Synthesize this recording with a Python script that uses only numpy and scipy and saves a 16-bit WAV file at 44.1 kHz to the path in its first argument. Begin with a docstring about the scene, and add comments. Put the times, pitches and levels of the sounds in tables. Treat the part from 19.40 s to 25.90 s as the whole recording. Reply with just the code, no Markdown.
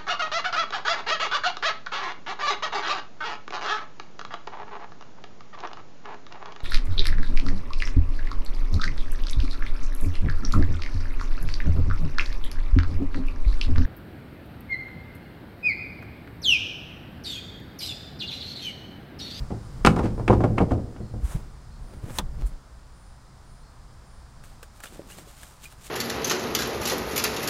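"""A yard, heard through the one microphone of a hand-held camera: a quiet hush and low grip rumble.
The lid of a plastic wheelie bin is thrown open, bangs against the bin and bounces to rest on its
loose hinge; the hollow bin booms and the yard throws the clacks back. From about 2 s the camera is
shifted: soft thumps, sleeve swishes and one sharp knock on its case, right at the microphone.
From 5 s a hand takes a spray can out of a rustling straw hat in the bin."""
import sys
import numpy as np
from scipy import signal
from scipy.fft import rfft, irfft, next_fast_len
from scipy.io import wavfile

SR = 44100
rng = np.random.default_rng(int(sys.argv[2]) if len(sys.argv) > 2 else 0)


def to_wav(s):
    """Save 16-bit WAV."""
    ch = np.atleast_2d(s).T  # columns
    pcm = np.round(np.clip(ch, -1, 1) * 32767)  # PCM
    wavfile.write(sys.argv[1], SR, pcm.astype(np.int16))


N = 286650
TIME = np.arange(N) / SR

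# outdoor air and microphone hiss: (frequency [Hz], level [dB])
HUSH_SPECTRUM = [(35, -39), (60, -1.5), (91, -14), (124, -12.5), (268, -23.5), (448, -25.5), (566, -23.5),
                 (862, -21), (1310, -23), (2710, -37), (4750, -33), (6430, -37), (9350, -39),
                 (10500, -47.5), (16000, -51.5)]
# narrow bands that stand out of the hush: (frequency [Hz], width [Hz], gain [dB])
HUSH_PEAKS = [(1170, 260, 0.5), (5060, 310, 3.5), (7340, 280, 4), (9300, 330, 5.5)]
# course of the hush: (time [s], level [dB])
HUSH_LEVELS = [(0, -49.5), (.5, -49.5), (1.5, -52.5), (2.3, -53), (3.5, -54), (5, -53), (6.5, -53)]
# rumble of the grip and of air on the microphone: (frequency [Hz], level [dB])
RUMBLE_SPECTRUM = [(0, -29), (15, 1), (35, -1.5), (62, -3.5), (90, -13.5), (125, -8.5), (170, -18),
                   (250, -25), (600, -37), (1500, -46), (4000, -66)]
# course of that rumble: (time [s], relative level [dB])
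RUMBLE_LEVELS = [(0.0, -28), (0.16, -50), (0.38, -34), (0.58, -34.5), (0.9, -34.5), (1.14, -34),
                 (1.55, -42.5), (1.81, -37.5), (2.24, -45.5), (2.97, -35), (3.17, -49.5), (5.16, -50),
                 (5.32, -54.5), (6.5, -53)]

# blows of the lid on the bin; a hard edge (high corner) lands first, then the soft face slaps down:
# (time [s], clack level [dB], contact corner [Hz], boom level [dB])
LID_BLOWS = [(.105, -28, 750, -57), (.117, -28, 440, -31.5), (.4496, -10.5, 3220, -28),
             (0.4622, -18, 5500, -40), (0.4641, -21.5, 5500, -38), (.467, -15.5, 265, -23),
             (.471, -15.5, 3570, -42), (.472, -8.5, 1660, -28), (0.488, -22.5, 300, -26),
             (.566, -20, 870, -32), (.592, -18.5, 920, -36), (.633, -17.5, 450, -29.5),
             (0.653, -25.5, 880, -26), (.779, -31, 790, -32), (.797, -28, 776, -39),
             (.879, -18.5, 2690, -44), (0.898, -13.5, 710, -16.5), (0.904, -12.5, 930, -33),
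             (.914, -17, 630, -26.5), (.928, -15, 930, -25.5), (0.979, -24, 220, -24),
             (1.006, -18, 850, -39), (1.038, -27, 1740, -24), (1.041, -13.5, 674, -36),
             (1.099, -30, 433, -22.5), (1.177, -23, 1190, -44), (1.182, -20, 2420, -46),
             (1.204, -15.5, 900, -24), (1.214, -14.5, 560, -37), (1.226, -29.5, 255, -23.5),
             (1.309, -24, 1080, -42), (1.316, -18, 642, -28), (1.328, -29.5, 350, -22),
             (1.378, -30, 600, -42), (1.563, -43.5, 2820, -46), (1.604, -34, 580, -34),
             (1.739, -36, 636, -32)]
# modes of the hollow bin and its walls: (frequency [Hz], level [dB], t60 [s])
BIN_MODES = [(61.2, -7, 0.61), (80, -3, 0.36), (112.3, 3, 0.55), (137, -11, 0.19), (211.4, -2, 0.3),
             (252.5, -15.5, 0.21), (294.4, -15, 0.31), (333.2, -8, 0.24), (396, -15, 0.33),
             (453, -17, 0.34), (493, -13, 0.3), (720, -7, 0.16)]
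# colour of the plastic under a hard blow: (frequency [Hz], level [dB])
PLASTIC_SPECTRUM = [(40, -16.5), (120, -2.5), (210, 1.5), (400, -1), (650, -5.5), (1000, -5), (1700, -10),
                    (3000, -11.5), (3700, -15.5), (6000, -15), (9000, -8.5), (11000, -12.5), (16000, -20)]
# resonances of the lid: (frequency [Hz], width [Hz], gain [dB])
LID_PEAKS = [(560, 21, -2.5), (780, 97, 0.5), (1230, 39, 6.5), (1280, 53, 0.5), (1393, 79, 5.5),
             (1900, 19, -1), (2270, 190, 4.5), (2500, 48, -6.5), (2610, 83, 4), (3220, 67, 1)]
# ringing of the plastic after a light blow with a 1 kHz contact corner: (frequency [Hz], t60 [s])
PLASTIC_DECAY = [(100, 0.42), (300, 0.14), (800, 0.13), (2000, 0.064), (5000, 0.07), (14000, 0.073)]
# reverberation of the yard: (frequency [Hz], t60 [s])
YARD_DECAY = [(100, 1), (400, 1), (1000, 0.26), (3000, 0.18), (10000, 0.31)]
# colour of the rubbing hinge: (frequency [Hz], level [dB])
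HINGE_SPECTRUM = [(300, -15), (1500, 9.5), (3500, -3), (6500, -8.5), (9500, -13.5), (11000, -21),
                  (16000, -31)]
# the swinging lid scrapes on its hinge: (peak time [s], level [dB], rise [s], fall [s])
HINGE_SCRAPES = [(.485, -34, .01, 0.038), (.564, -36, 0.005, 0.011), (.593, -38, 0.029, 0.021),
                 (.655, -42.5, 0.08, 0.066), (.8, -54.5, 0.027, 0.048), (.93, -44, 0.018, 0.057),
                 (1.04, -44, 0.016, 0.018), (1.315, -46, .03, 0.03)]
# faint high whistles in the hush: (start [s], end [s], frequency [Hz])
WHISTLES = [(.21, 0.297, 9550), (1.6, 1.743, 4230), (2.268, 2.42, 4300), (2.377, 2.67, 9340),
            (2.952, 3.116, 4250), (3.469, 3.815, 9440), (3.997, 4.277, 9400), (4.206, 4.33, 4270),
            (4.616, 4.85, 9460)]

# soft bumps of the hand on the camera: (peak time [s], level [dB], frequency [Hz])
HAND_BUMPS = [(1.847, -16, 57), (1.955, -18, 134), (1.963, -23, 41.7), (2.418, -30.5, 43.6),
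              (2.643, -24, 117), (2.794, -20, 130), (2.848, -21, 26.2), (3.051, -15, 41.6),
              (3.135, -28.5, 24.6)]
# fingers rub on the camera, later on the hat: (peak time [s], level [dB], rise [s], fall [s])
FINGER_RUBS = [(1.96, -41.5, 0.06, 0.14), (2.54, -47, 0.21, 0.13), (2.64, -43.5, .03, 0.12),
               (2.705, -38, 0.094, 0.041), (3.015, -41, 0.046, 0.089), (3.13, -49.5, 0.07, .08),
               (5.53, -47, 0.065, 0.38), (5.785, -50, 0.088, 0.1)]
# colour of rubbing skin: (frequency [Hz], level [dB])
SKIN_SPECTRUM = [(40, -23), (150, -1), (300, -4), (520, -10), (750, -15.5), (1500, -21.5), (4000, -31),
                 (16000, -41)]
# sleeve sliding by the microphone:
# (peak time [s], relative level [dB], rise [s], fall [s], treble tilt [dB])
SLEEVE_SWISHES = [(1.85, -52.5, .03, 0.13, 1), (1.922, -45.5, 0.086, 0.087, -1.5),
                  (2.779, -42, 0.11, 0.018, 2.5), (3.067, -50.5, 0.017, 0.045, 8)]
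# colour of sliding cloth: (frequency [Hz], level [dB])
CLOTH_SPECTRUM = [(300, -3), (1000, 2), (2400, -5.5), (4600, -12.5), (7000, -7), (9200, -4.5),
                  (11000, -10.5), (16000, -18)]
# knocks on the camera case: (time [s], level [dB], contact corner [Hz], t60 [s])
CASE_KNOCKS = [(2.698, -44, 2360, 0.015), (2.786, -22.5, 12000, 0.035), (2.788, -24.5, 1490, 0.038),
               (2.794, -27, 704, 0.088), (2.7941, -37.5, 7100, 0.076)]
# colour of the knocked case: (frequency [Hz], level [dB])
CASE_SPECTRUM = [(40, -18.5), (160, 15.5), (400, -8), (1100, 3), (1600, -3), (2400, -8.5), (3500, 1),
                 (4400, -10), (7000, -8), (9300, -4.5), (11000, -10), (16000, -9)]

# hand and can sliding on the straw: (peak time [s], relative level [dB], rise [s], fall [s])
STRAW_SLIDES = [(5.045, -57, 0.02, 0.19), (5.235, -57, .02, .06), (5.37, -58, .06, 0.088),
                (5.44, -47, 0.022, 0.11), (5.545, -54.5, 0.082, 0.14), (5.715, -47.5, 0.064, 0.12),
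                (5.786, -50, 0.036, .09), (5.89, -55, 0.056, 0.1), (6.035, -52, 0.28, .25),
                (6.245, -45.5, 0.045, 0.057), (6.325, -54.5, 0.078, 0.04), (6.468, -46, 0.097, .06)]
# colour of rustling straw: (frequency [Hz], level [dB])
RUSTLE_SPECTRUM = [(700, -11), (1600, -7.5), (2600, -7), (3800, -7), (5200, -11), (7300, -6.5),
                   (9200, -6.5), (11000, -14), (14000, -12), (16000, -20)]
# snaps of the straw weave: (time [s], level [dB])
STRAW_SNAPS = [(5.0383, -50), (5.229, -42.5), (5.403, -45.5), (5.437, -38.5), (5.442, -44.5), (5.456, -43),
               (5.47, -53), (5.701, -50), (5.785, -45), (6.032, -43.5), (6.324, -53)]
# colour of a snap: (frequency [Hz], level [dB])
SNAP_SPECTRUM = [(240, -7), (400, -5), (1060, -7.5), (1560, 0), (1960, -9.5), (2590, -10), (2880, -13),
                 (5430, -16.5), (8630, -13), (14100, -23), (16000, -17)]
# the can rings when touched: (time [s], level [dB], frequency [Hz], t60 [s])
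CAN_RINGS = [(5.47, -43, 2920, .04), (5.471, -42, 3530, .03), (5.701, -44, 2590, 0.034),
             (5.72, -42, 2850, .05), (5.875, -60, 3380, .15), (6.256, -36, 2440, 0.055)]
# the can bumps on the crown of the hat: (time [s], level [dB])
CAN_BUMPS = [(5.594, -35), (5.784, -50), (5.873, -48)]
# modes of the crown: (frequency [Hz], level [dB], t60 [s])
CROWN_MODES = [(350, -4, 0.067), (450, 6, 0.025), (560, 2, 0.066)]


def amp(db):
    """Decibels to gain."""
    return 10 ** (np.asarray(db) / 20)


def unit(x):
    """Scales to rms 1."""
    return x / np.sqrt(np.mean(x ** 2) + 1e-20)


def read(points, hz):
    """Reads a table on a log-frequency axis."""
    frequencies, values = np.transpose(points)
    return np.interp(np.log(hz + 1), np.log(frequencies + 1), values)


def level(rows):
    """Gain over time from rows (time [s], level [dB])."""
    times, db = np.transpose(rows)
    return amp(np.interp(TIME, times, db))


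def add(mix, at, sound):
    """Mixes a sound in at a time in seconds."""
    part = mix[max(round(at * SR), 0):][:len(sound)]
    part += sound[:len(part)]


def colour(x, spectrum, peaks=(), corner_hz=None, corner_db=0):
    """Causal filter: a spectrum, resonances, and a springy contact that cuts treble above its corner."""
    size = next_fast_len(len(x) + SR // 10)
    hz = abs(np.fft.fftfreq(size, 1 / SR))
    db = read(spectrum, hz)
    db += sum(gain / (1 + (2 * (hz - centre) / width) ** 2) for centre, width, gain in peaks)
    if corner_hz:
        db += corner_db / (1 + (3 * (hz / corner_hz - 1)) ** 2)  # the contact rings at its corner
        db -= 10 * np.log10(1 + (hz / corner_hz) ** 5)
    log_gain = np.log(amp(np.maximum(db, -100)))
    minimum_phase = np.exp(np.conj(signal.hilbert(log_gain)))
    return np.fft.ifft(np.fft.fft(x, size) * minimum_phase).real[:len(x)]


def soften(x, corner_hz):
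    """Low-pass: a slow push leaves out the treble."""
    return signal.sosfilt(signal.butter(2, corner_hz, fs=SR, output="sos"), x)


def ringing(modes):
    """Dying sines from rows (frequency [Hz], level [dB], t60 [s])."""
    t = np.arange(SR // 2) / SR
    return sum(amp(db - 60 * t / t60) * np.sin(2 * np.pi * hz * t) for hz, db, t60 in modes)


def dense_ringing(decay, size):
    """Countless close modes: noise whose bands each die at their own speed."""
    t, hz = np.arange(size) / SR, np.fft.rfftfreq(size, 1 / SR)
    noise = np.exp(2j * np.pi * rng.random(len(hz)))
    out = np.zeros(size)
    for centre, t60 in decay:
        band = read([(f, f == centre) for f, _ in decay], hz)
        out += irfft(noise * band, size) * amp(-60 * t / t60)
    return np.sqrt(size) * out


def strike(decay, crack, spectrum, peaks=(), corner_hz=None, corner_db=4):
    """A contact pulse (the crack) and its dense ringing, with the energy of 10 ms at rms 1."""
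    ring = dense_ringing(decay, size=6144)
    ring[0] += crack * np.linalg.norm(ring)
    sound = colour(ring, spectrum, peaks, corner_hz, corner_db)
    return -sound / np.linalg.norm(sound) * np.sqrt(SR / 100)


def strokes(rows):
    """Gain of strokes that swell and die away, 20 dB per rise or fall time; their powers add."""
    power = np.zeros(N)
    for peak, db, rise, fall in rows:
        away = np.maximum((peak - TIME) / rise, (TIME - peak) / fall)
        near = away < 3
        power[near] += amp(db - 20 * away[near]) ** 2
    return np.sqrt(power)


def friction(spectrum, grains_per_s, spread_db, hiss):
    """Surfaces catch and slip: tiny clicks of uneven size over a smooth hiss."""
    sizes = amp(spread_db * np.minimum(rng.exponential(1, N), 4)) * rng.choice([-1, 1], N)
    grains = sizes * (rng.random(N) < grains_per_s / SR)
    return unit(colour(unit(grains) + hiss * rng.standard_normal(N), spectrum))


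def outdoor_hush():
    """The air of the yard and the hiss of the microphone, nearly steady."""
    return level(HUSH_LEVELS) * unit(colour(rng.standard_normal(N), HUSH_SPECTRUM, HUSH_PEAKS))


def grip_rumble(gain_db=3):
    """The grip and air on the microphone rumble as the camera moves."""
    return amp(gain_db) * level(RUMBLE_LEVELS) * unit(colour(rng.standard_normal(N), RUMBLE_SPECTRUM))


def bin_lid(firm_db=-19, yard_db=-14, yard_delay_s=0.007):
    """Every blow clacks in the plastic and sets the bin booming; the yard throws the clacks back."""
    clacks, booms, echo = np.zeros((3, N))
    boom = soften(ringing(BIN_MODES), corner_hz=420)
    for at, clack_db, corner_hz, boom_db in LID_BLOWS:
        # harder contacts and firmer blows crack more and ring shorter
        hardness = corner_hz / 1000
        firmness_db = max(clack_db - firm_db, 0)
        crack = 0.21 * hardness ** 0.4 * amp(firmness_db)
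        ring_scale = hardness ** -0.24 * amp(-0.52 * firmness_db)
        decay = [(hz, t60 * ring_scale) for hz, t60 in PLASTIC_DECAY]
        add(clacks, at, amp(clack_db) * strike(decay, crack, PLASTIC_SPECTRUM, LID_PEAKS, corner_hz))
        add(booms, at, amp(boom_db) * boom)
    yard = dense_ringing(YARD_DECAY, size=32768)
    add(echo, yard_delay_s, signal.fftconvolve(clacks, yard / np.linalg.norm(yard)))
    return clacks + booms + amp(yard_db) * echo


def hinge(chatter_db=-30, rise_s=0.004, fall_s=0.06):
    """The loose hinge chatters after every blow and scrapes as the lid swings."""
    chatter = [(at, clack_db + chatter_db, rise_s, fall_s) for at, clack_db, _, _ in LID_BLOWS]
    scraping = friction(HINGE_SPECTRUM, grains_per_s=670, spread_db=2, hiss=1.0)
    return strokes(HINGE_SCRAPES + chatter) * scraping


def whistles(waver_rate_hz=140, waver_depth_hz=115, level_db=-66):
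    """Thin tones swell and fade, wavering so quickly that they blur into the hush."""
    out = np.zeros(N)
    for start, end, hz in WHISTLES:
        size = round((end - start) * SR)
        waver = unit(soften(rng.standard_normal(SR), waver_rate_hz))[:size]
        phase = 2 * np.pi * np.cumsum(hz + waver_depth_hz * waver) / SR
        add(out, start, signal.windows.tukey(size, 0.7) * np.sin(phase))
    return amp(level_db) * out


def handling(half_length_cycles=0.84):
    """Fingers rub on camera and hat; soft bumps rock the microphone for a cycle or two."""
    out = strokes(FINGER_RUBS) * friction(SKIN_SPECTRUM, grains_per_s=700, spread_db=4, hiss=0.72)
    for peak, db, hz in HAND_BUMPS:
        cycles = hz * (TIME - peak)
        out += amp(db) * np.exp(-(cycles / half_length_cycles) ** 2) * np.cos(2 * np.pi * cycles)
    return out


def sleeve(gain_db=1.5, tilt_from_hz=4000, tilt_to_hz=8000):
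    """Cloth slides close by the microphone, each swish with its own brightness."""
    cloth = rfft(friction(CLOTH_SPECTRUM, grains_per_s=2800, spread_db=1, hiss=4.0))
    hz = np.fft.rfftfreq(N, 1 / SR)
    out = np.zeros(N)
    for *stroke, tilt_db in SLEEVE_SWISHES:
        tilt = amp(read([(tilt_from_hz, 0), (tilt_to_hz, tilt_db)], hz))
        out += strokes([stroke]) * unit(irfft(cloth * tilt, N))
    return amp(gain_db) * out


def case_knocks(crack=0.56):
    """Hard touches knock on the well-damped camera case, right at the microphone."""
    out = np.zeros(N)
    for at, db, corner_hz, t60 in CASE_KNOCKS:
        knock = strike([(1000, t60)], crack, CASE_SPECTRUM, corner_hz=corner_hz, corner_db=-5.5)
        add(out, at, amp(db) * knock)
    return out


def straw_hat(rustle_db=1, crack=0.09, snap_t60_s=0.033):
    """Down in the bin, the straw weave rustles and snaps under hand and can."""
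    rustle = friction(RUSTLE_SPECTRUM, grains_per_s=600, spread_db=1, hiss=1.0)
    out = amp(rustle_db) * strokes(STRAW_SLIDES) * rustle
    for at, db in STRAW_SNAPS:
        add(out, at, amp(db) * strike([(1000, snap_t60_s)], crack, SNAP_SPECTRUM))
    return out


def spray_can():
    """The can rings briefly when touched and bumps dully on the crown of the hat."""
    out = np.zeros(N)
    for at, db, hz, t60 in CAN_RINGS:
        add(out, at, ringing([(hz, db, t60)]))
    bump = soften(ringing(CROWN_MODES), corner_hz=650)
    for at, db in CAN_BUMPS:
        add(out, at, amp(db) * bump)
    return out


def scene():
    """All sources at one hand-held microphone in the yard."""
    mix = outdoor_hush() + grip_rumble() + bin_lid() + hinge() + whistles()
    mix += handling() + sleeve() + case_knocks()
    mix += straw_hat() + spray_can()
    return mix[None]


def record(dry, low_cut_hz=10, band_limit_hz=15900):
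    """The microphone drops the deepest rumble, clips at full scale and loses the highest treble."""
    low_cut = signal.butter(1, low_cut_hz, "high", fs=SR, output="sos")
    clipped = np.clip(signal.sosfilt(low_cut, dry), -1, 1)
    band_limit = signal.firwin(511, band_limit_hz, window=("kaiser", 9), fs=SR)
    return signal.oaconvolve(clipped, band_limit[None], "same")


dry = scene()
out = record(dry)
to_wav(out)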